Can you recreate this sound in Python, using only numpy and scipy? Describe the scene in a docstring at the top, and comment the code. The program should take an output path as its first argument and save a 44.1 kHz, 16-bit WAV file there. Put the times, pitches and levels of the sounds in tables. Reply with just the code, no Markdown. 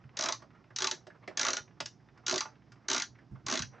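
"""A ratchet wrench tightens a bicycle's axle nut in a small hard room. On six back swings the pawl snaps
over the teeth, with one lone snap in between; each snap is short noise and decaying tones in three
layers: steel, axle and frame. Between swings the socket knocks on the nut, built the same way but duller.
Soft bumps, faint finger ticks and rubbing hands are shaped noise. Below lie noise for the room air and
a low, slightly unsteady sine hum; fading noise tails make the walls answer."""
import sys
import numpy as np
from scipy import signal
from scipy.fft import rfft, irfft, next_fast_len
from scipy.io import wavfile

SR = 44100
rng = np.random.default_rng(int(sys.argv[2]) if len(sys.argv) > 2 else 0)


def put_to_file(sound):
    """Save the sound as 16-bit audio at rate SR, in the file named by the first command-line argument."""
    columns = np.atleast_2d(sound).T  # one column per channel
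    safe = np.clip(columns, -1, 1)
    whole_steps = np.round(safe * 32767)
    wavfile.write(sys.argv[1], SR, whole_steps.astype(np.int16))


N = 167580  # length in samples, 3.8 s

# Levels in the tables are starting values: layer trims, the room and the microphone act on them later.
# pawl snaps, one per tooth: (time [s], steel level [dB], axle level [dB], frame level [dB],
# axle's raised resonance [Hz])
PAWL_SNAPS = [(0.1705, -34, -43.5, -50, 1770), (0.1908, -29.5, -34, -36.5, 1510),
              (0.2095, -29, -38.5, -41.5, 1420), (0.2247, -31.5, -35, -44, 1180),
              (0.2378, -29, -32, -36, 1020), (0.2593, -30, -31.5, -37.5, 1410),
              (0.287, -28, -29.5, -35.5, 1040), (0.3235, -29, -35, -48, 1100),
              (0.7622, -30.5, -45.5, -67, 1810), (0.786, -30, -39, -53.5, 1370),
              (0.8048, -34, -37.5, -45, 1630), (0.8216, -27, -33, -39.5, 1410),
              (0.8435, -26, -29, -41.5, 1190), (0.8713, -26, -32, -57, 1020),
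              (0.913, -27.5, -37, -44, 1740), (1.3737, -27.5, -34.5, -46, 1700),
              (1.3953, -26, -30.5, -41, 1500), (1.4131, -26, -32.5, -49, 1500),
              (1.4313, -30, -32, -40.5, 1960), (1.45, -28.5, -27.5, -56, 1330),
              (1.4669, -28.5, -30.5, -38.5, 1400), (1.4843, -27, -28.5, -36, 1360),
              (1.5046, -30, -40, -40.5, 1330), (1.5325, -27.5, -35, -41.5, 1450),
              (1.5685, -30.5, -33, -46.5, 1420), (1.8588, -35.5, -48.5, -66, 1600),
              (2.2654, -29.5, -39.5, -51, 1484), (2.2815, -27, -32.5, -43.5, 1440),
              (2.2959, -28, -32, -50, 1470), (2.3111, -28.5, -37, -36, 1260),
              (2.3254, -31.5, -35.5, -30, 870), (2.3412, -31, -36, -34.5, 1030),
              (2.359, -29, -38, -34, 1360), (2.3798, -28.5, -36.5, -56, 1900),
              (2.4074, -28, -32, -64.5, 1250), (2.8849, -28.5, -34, -42, 1420),
              (2.9003, -27, -34.5, -36.5, 1560), (2.915, -26.5, -33.5, -41.5, 1210),
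              (2.9316, -26.5, -37, -37.5, 1440), (2.9468, -28, -30, -39, 1380),
              (2.9637, -29, -31, -40, 1350), (2.9796, -29.5, -39, -63, 1440),
              (2.9992, -31, -34, -53.5, 2260), (3.0213, -29, -35.5, -74, 1610),
              (3.4652, -33.5, -37.5, -47, 1100), (3.4838, -33.5, -32.5, -40, 1160),
              (3.4995, -31.5, -35, -42, 940), (3.5131, -31, -39.5, -39.5, 1290),
              (3.5251, -28.5, -31, -31.5, 1140), (3.5383, -31, -39.5, -36, 1240),
              (3.5547, -31, -34, -50, 1930), (3.5742, -30.5, -39, -42, 1320),
              (3.5924, -31.5, -37, -57, 1410), (3.6218, -32, -39.5, -69, 1620)]
# the grip damps the frame differently on each swing: (start [s], frame's raised resonance [Hz])
SWING_GRIPS = [(.1, 650), (.7, 400), (1.3, 500), (2.2, 330), (2.8, 330), (3.4, 255)]
# contacts of the pawl as it seats, before random scatter: (time after the first [s], level [dB])
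SEATING_CONTACTS = [(0, -3), (.00025, -6), (.0006, -4), (.0011, -15), (.00155, -4.5), (.0024, -8),
                    (.0037, -4.5)]
# the socket shifts on the nut: (time [s], level [dB], low, middle and high layer against it [dB] each,
# axle's raised resonance [Hz])
SOCKET_KNOCKS = [(.42, -50, -5.5, -3, -14, 1300), (.434, -44.5, -15, -21, -40, 1210),
                 (0.704, -51, -14, -5.5, -27, 1460), (1.068, -42, -7.5, -13.5, -15.5, 1530),
                 (1.1, -53, -11.5, -0.5, -32, 1650), (1.276, -37.5, -3.5, -5, -13, 2080),
                 (1.286, -49.5, -15.5, -9, -29, 1990), (1.8024, -27, -15, -12, -8, 890),
                 (2.175, -59.5, -17, 0, -9.5, 1500), (2.453, -38, -15, -5.5, -21, 940),
                 (2.719, -52.5, -26, -6.5, -7.5, 1420), (3.187, -48, -25, -11.5, -31, 1800),
                 (3.356, -55, -17, -2.5, -30, 1253)]
# soft bumps of handling: (time [s], peak level before BUMP_LIFT_DB [dB])
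SOFT_BUMPS = [(0.035, -50.5), (1.596, -57), (1.811, -55.5), (2.329, -51), (3.082, -55.5), (3.31, -44),
              (3.44, -49.5), (3.595, -42.5), (3.67, -50.5)]
# faint ticks of fingers on the tool: (time [s], level before TICK_DB [dB])
FINGER_TICKS = [(0.038, -53.5), (0.091, -53.5), (0.504, -55.5), (0.569, -72), (0.641, -54.5), (1.239, -52),
                (1.677, -54), (1.707, -57), (2.086, -53.5), (2.554, -57), (2.62, -60), (2.757, -58),
                (3.153, -55.5), (3.78, -58)]

# tone colour of each sound: (frequency [Hz], relative level [dB])
STEEL_COLOUR = [(500, -38), (1200, -23.5), (2000, -8), (2800, -4.5), (3900, -2.5), (5000, -1.5),
                (6400, 3.5), (7000, -6), (8000, -20)]
AXLE_COLOUR = [(200, -40.5), (400, -24.5), (620, -9), (900, 0.5), (1400, -1.5), (2000, 1), (2600, -4),
               (4000, -17), (8000, -42)]
FRAME_COLOUR = [(100, -19), (190, -12), (260, -3.5), (380, 0), (480, -7), (640, 4), (800, -5.5),
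                (1500, -35.5), (5000, -64)]
KNOCK_TOP_COLOUR = [(1000, -23.5), (2000, -4.5), (2900, 0), (4000, -3), (5150, 2.5), (6000, -3.5),
                    (7000, -11.5), (8000, -15)]
BUMP_COLOUR = [(25, -32), (60, -12.5), (120, 2.5), (170, -9.5), (260, -19.5), (600, -49), (3000, -68)]
RUSTLE_COLOUR = [(200, -30), (450, 6), (800, 3.5), (1300, 4.5), (2100, -2.5), (3200, -15), (7000, -36.5)]  # skin on the tool
AIR_COLOUR = [(25, -27), (40, -27.5), (58, -3), (85, -10), (115, 4.5), (184, -1.5), (370, -7.5),
              (500, -19.5), (750, -15), (1500, -27.5), (4300, -35), (5170, -30), (6000, -35), (8400, -54),
              (11000, -75.5)]

# ringing tones, before random scatter: (frequency [Hz], relative level [dB], time to fall 60 dB [s])
STEEL_TONES = [(3920, 2, .07), (4430, -9, .07), (4680, -3.5, 0.11), (4900, 3.5, .05), (5910, -6.5, .06),
               (5830, 0, 0.15), (6100, -2, 0.053)]
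AXLE_TONES = [(880.7, -1.5, 0.11), (1077.5, -2, 0.073), (1176, -4, 0.1), (1421.4, 1, 0.071),
              (1696, -9, 0.087), (2197, -11, 0.048)]
FRAME_TONES = [(244.8, 1, 0.22), (371.7, 2.5, 0.11), (648.6, -1.5, 0.067)]

# how long the room's answer lasts: (frequency [Hz], time to fall 60 dB [s])
ROOM_DECAY = [(150, .25), (400, 0.077), (1000, 0.055), (2500, 0.1), (5500, .2), (9000, 0.13)]
# how strong the room's answer is: (frequency [Hz], level [dB])
ROOM_LEVEL = [(200, -8), (1000, -8), (2500, -6), (6000, -10)]
# stereo spread of the room's answer: (frequency [Hz], side gain over mid [ratio])
ROOM_WIDTH = [(100, .8), (500, .65), (1200, .4), (2200, .17), (6000, 0.13)]
# stereo balance: (frequency [Hz], left over right [dB])
LEFT_LEAN = [(50, -2.5), (120, -3.7), (260, -7.5), (500, -6), (1000, -5), (1800, -2), (3000, .3),
             (7000, .4)]
# the microphone's treble: (frequency [Hz], level [dB])
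MIC_TREBLE = [(7600, -1), (8200, -2.5), (8700, -21), (9200, -23), (12000, -34), (13300, -41.5)]

T = np.arange(SR // 5) / SR  # time axis of one short sound, 0.2 s
LEVEL_S = 0.012  # duration to which the level of a short sound refers

SNAP_DB, SNAP_SCATTER = 18, 0.12  # snap gain in the steel layer; relative scatter of contact times
STEEL_DB, AXLE_DB, FRAME_DB = -3, -3.5, -2  # layer trims
PAWL_HZ, PAWL_WIDTH_HZ, PAWL_DB = 3980, 200, -5  # the pawl's own resonance
AXLE_PEAK_DB, AXLE_WIDTH_HZ = 8, 260
FRAME_PEAK_DB, FRAME_WIDTH_HZ = 4, 148
SLIDE_S, SLIDE_DB = 0.0038, -24.5  # the scrape before a snap, its level against the steel level
BOUNCE_S, BOUNCE_DB = 0.003036, 1  # the floor throws the axle's sound back
KNOCK_FRAME_HZ, KNOCK_PEAK_DB, KNOCK_WIDTH_HZ = 565, 14, 370

BUMP_LIFT_DB, TICK_DB = 7, -9.5
RUSTLE_DB, RUSTLE_SWING_DB, RUSTLE_RATE_HZ = -69.5, 6, 22
AIR_DB, AIR_WIDTH = -60.5, 0.13
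HUM_DB, HUM_HZ, HUM_DRIFT_RAD = -67, 118.5, 0.66
ROOM_DELAY_S = 0.0065
TOP_HZ = 13300  # nothing passes from here up


def amp(db):
    """Turn decibels into gain."""
    return 10 ** (np.asarray(db) / 20)


def unit(x):
    """Scale to an average strength (rms) of 1."""
    return x / np.sqrt(np.mean(x ** 2) + 1e-20)


def along(points, hz):
    """Read values between (frequency, value) points, with frequency on a log axis."""
    f, v = np.transpose(points)
    return np.interp(np.log(hz + 1), np.log(f + 1), v)


def filtered(x, response):
    """Multiply each frequency of a full-length sound by a gain."""
    m = next_fast_len(N + SR // 2)
    return irfft(rfft(x, m) * response(np.fft.rfftfreq(m, 1 / SR)), m)[..., :N]


def causal(points, size=16384):
    """Build a filter with the given colour that responds only after it is struck."""
    log_gain = np.log(amp(along(points, np.fft.rfftfreq(size, 1 / SR))))
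    c = irfft(log_gain)
    c[1:size // 2] *= 2
    c[size // 2 + 1:] = 0
    return np.exp(rfft(c))


def peaked(response, hz, width_hz, db):
    """Add one resonance to a filter, db being its strength against the filter's own gain."""
    f = np.linspace(0, SR / 2, len(response))
    damping = 1j * f * width_hz
    return response * (1 + amp(db) * damping / (hz * hz - f * f + damping))


def shaped(x, response):
    """Filter a short sound, then give it the energy of rms 1 lasting LEVEL_S."""
    y = irfft(rfft(x, 2 * (len(response) - 1)) * response)[:len(T)]
    return y / np.sqrt(np.sum(y ** 2) / (LEVEL_S * SR) + 1e-20)


def fade(t60, t=T):
    """Die away smoothly, falling 60 dB in t60 seconds."""
    return np.exp(-np.log(1000) * t / t60)


def rattle(rise_s, t60):
    """Dense vibration: noise that swells quickly and dies away."""
    return rng.standard_normal(len(T)) * (1 - np.exp(-T / rise_s)) * fade(t60)


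def ring(tones):
    """Sum decaying tones, struck with a new strength and phase each time."""
    total = np.zeros(len(T))
    for hz, db, t60 in tones:
        strength = amp(db + 2 * rng.normal())
        total += strength * fade(t60) * np.sin(2 * np.pi * (hz * T + rng.random()))
    return total


def add(track, s, sound):
    """Lay a sound into a track at time s."""
    i = int(np.clip(round(s * SR), 0, N - 1))
    track[i:i + len(sound)] += sound[:N - i]


def room_air():
    """Steady coloured noise, mostly in the middle with a little stereo spread."""
    mid, side = unit(filtered(rng.standard_normal((2, N)), lambda hz: amp(along(AIR_COLOUR, hz))))
    return amp(AIR_DB) * (mid + AIR_WIDTH * np.array([side, -side]))


def hum():
    """A low sine whose phase drifts slowly, so it is slightly unsteady."""
    drift = unit(filtered(rng.standard_normal(N), lambda hz: np.exp(-hz / 5)))
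    phase = 2 * np.pi * HUM_HZ * np.arange(N) / SR + HUM_DRIFT_RAD * drift
    return amp(HUM_DB) * unit(np.sin(phase))


def room(x, count=6):
    """The walls answer with fading noise tails, a new one for each of six equal stretches."""
    out = np.zeros(N)
    for part in np.array_split(np.arange(N), count):
        hz, t, z = signal.stft(rng.standard_normal(SR // 2), SR, nperseg=256)
        t60 = along(ROOM_DECAY, hz)
        z = z * fade(t60[:, None], t)
        # long decays would carry more energy: even that out
        z *= (amp(along(ROOM_LEVEL, hz)) / np.sqrt(t60 * SR / (2 * np.log(1000))))[:, None]
        tail = signal.istft(z, SR, nperseg=256)[1]
        add(out, part[0] / SR + ROOM_DELAY_S, signal.fftconvolve(x[part], tail))
    return out


def rustle():
    """Hands rub on the tool and frame: noise whose loudness follows an uneven pressure."""
    pressure = unit(filtered(rng.standard_normal(N), lambda hz: np.exp(-hz / RUSTLE_RATE_HZ)))
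    rub = unit(filtered(rng.standard_normal(N), lambda hz: amp(along(RUSTLE_COLOUR, hz))))
    return amp(RUSTLE_DB + RUSTLE_SWING_DB * pressure) * rub


def bumps():
    """Soft handling bumps: low noise that swells gently, set by its peak."""
    out = np.zeros(N)
    soft = causal(BUMP_COLOUR)
    for s, db in SOFT_BUMPS:
        push = shaped(rattle(rise_s=0.036, t60=0.08), soft)
        add(out, s, amp(db + BUMP_LIFT_DB) * push / np.abs(push).max())
    return out


def finger_ticks():
    """Fingers tick on the tool: brief noise with the axle's colour."""
    out = np.zeros(N)
    axle = causal(AXLE_COLOUR)
    for s, db in FINGER_TICKS:
        add(out, s, amp(db + TICK_DB) * shaped(rattle(rise_s=0.0012, t60=0.04), axle))
    return out


def knocks():
    """The socket takes up its play: duller contacts shake the frame, the axle and a bright top."""
    out = np.zeros(N)
    top, axle = causal(KNOCK_TOP_COLOUR), causal(AXLE_COLOUR)
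    frame = peaked(causal(FRAME_COLOUR), KNOCK_FRAME_HZ, FRAME_WIDTH_HZ, FRAME_PEAK_DB)
    for s, db, low_db, mid_db, high_db, hz in SOCKET_KNOCKS:
        tubes = rattle(rise_s=0.002, t60=0.08) + amp(-28) * ring(FRAME_TONES)
        hub = rattle(rise_s=0.0017, t60=0.047) + amp(-22.5) * ring(AXLE_TONES)
        low = shaped(tubes, frame)
        mid = shaped(hub, peaked(axle, hz, KNOCK_WIDTH_HZ, KNOCK_PEAK_DB))
        high = shaped(rattle(rise_s=0.001, t60=0.049), top)
        add(out, s, amp(db) * (amp(low_db) * low + amp(mid_db) * mid + amp(high_db) * high))
    return out


def snap():
    """The pawl hits a tooth and chatters into its seat: a few single-sample clicks."""
    y = np.zeros(len(T))
    for s, db in SEATING_CONTACTS:
        moment = abs(s * (1 + SNAP_SCATTER * rng.normal()))
        y[int(moment * SR)] += amp(db + 2 * rng.normal())
    return y


def ratchet():
    """The pawl scrapes up each tooth and drops, ringing the steel and shaking the axle and frame."""
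    out = np.zeros(N)
    steel, axle, frame = causal(STEEL_COLOUR), causal(AXLE_COLOUR), causal(FRAME_COLOUR)
    pawl = peaked(steel, PAWL_HZ, PAWL_WIDTH_HZ, PAWL_DB)
    starts, frame_hz = np.transpose(SWING_GRIPS)
    for s, steel_db, axle_db, frame_db, axle_hz in PAWL_SNAPS:
        # the scrape grows until the pawl drops
        slide = rng.standard_normal(len(T)) * T * (T < SLIDE_S)
        add(out, s - SLIDE_S, amp(steel_db + SLIDE_DB) * shaped(slide, steel))

        tool = amp(SNAP_DB) * snap() + rattle(rise_s=0.00038, t60=0.04) + amp(-24) * ring(STEEL_TONES)
        add(out, s, amp(steel_db + STEEL_DB) * shaped(tool, pawl))

        # the floor's answer is a later rattle of its own
        bounce = np.pad(rattle(rise_s=0.0024, t60=0.027), (int(BOUNCE_S * SR), 0))[:len(T)]
        hub = amp(14.5) * snap() + rattle(rise_s=0.0012, t60=0.1)
        hub += amp(BOUNCE_DB) * bounce + amp(-16) * ring(AXLE_TONES)
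        axle_now = peaked(axle, axle_hz, AXLE_WIDTH_HZ, AXLE_PEAK_DB)
        add(out, s, amp(axle_db + AXLE_DB) * shaped(hub, axle_now))

        tubes = rattle(rise_s=0.003, t60=0.11) + amp(-23.5) * ring(FRAME_TONES)
        swing = np.searchsorted(starts, s) - 1
        held = peaked(frame, frame_hz[swing], FRAME_WIDTH_HZ, FRAME_PEAK_DB)
        add(out, s, amp(frame_db + FRAME_DB) * shaped(tubes, held))
    return out


def scene():
    """Tool and bicycle in the middle, the room around them; the low notes lean right."""
    close = ratchet() + knocks() + bumps() + finger_ticks() + rustle()
    mid = close + room(close)
    side = filtered(room(close), lambda hz: along(ROOM_WIDTH, hz))
    pair = np.array([mid + side, mid - side]) + room_air() + hum()

    def balance(hz):
        lean_db = along(LEFT_LEAN, hz)
        return 2 / (1 + amp(np.array([-lean_db, lean_db])))  # left, right
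    return filtered(pair, balance)


def record(dry):
    """The microphone's treble falls steeply above about 8 kHz and stops at TOP_HZ."""
    return filtered(dry, lambda hz: amp(along(MIC_TREBLE, hz)) * (hz < TOP_HZ))


dry = scene()
out = record(dry)
put_to_file(out)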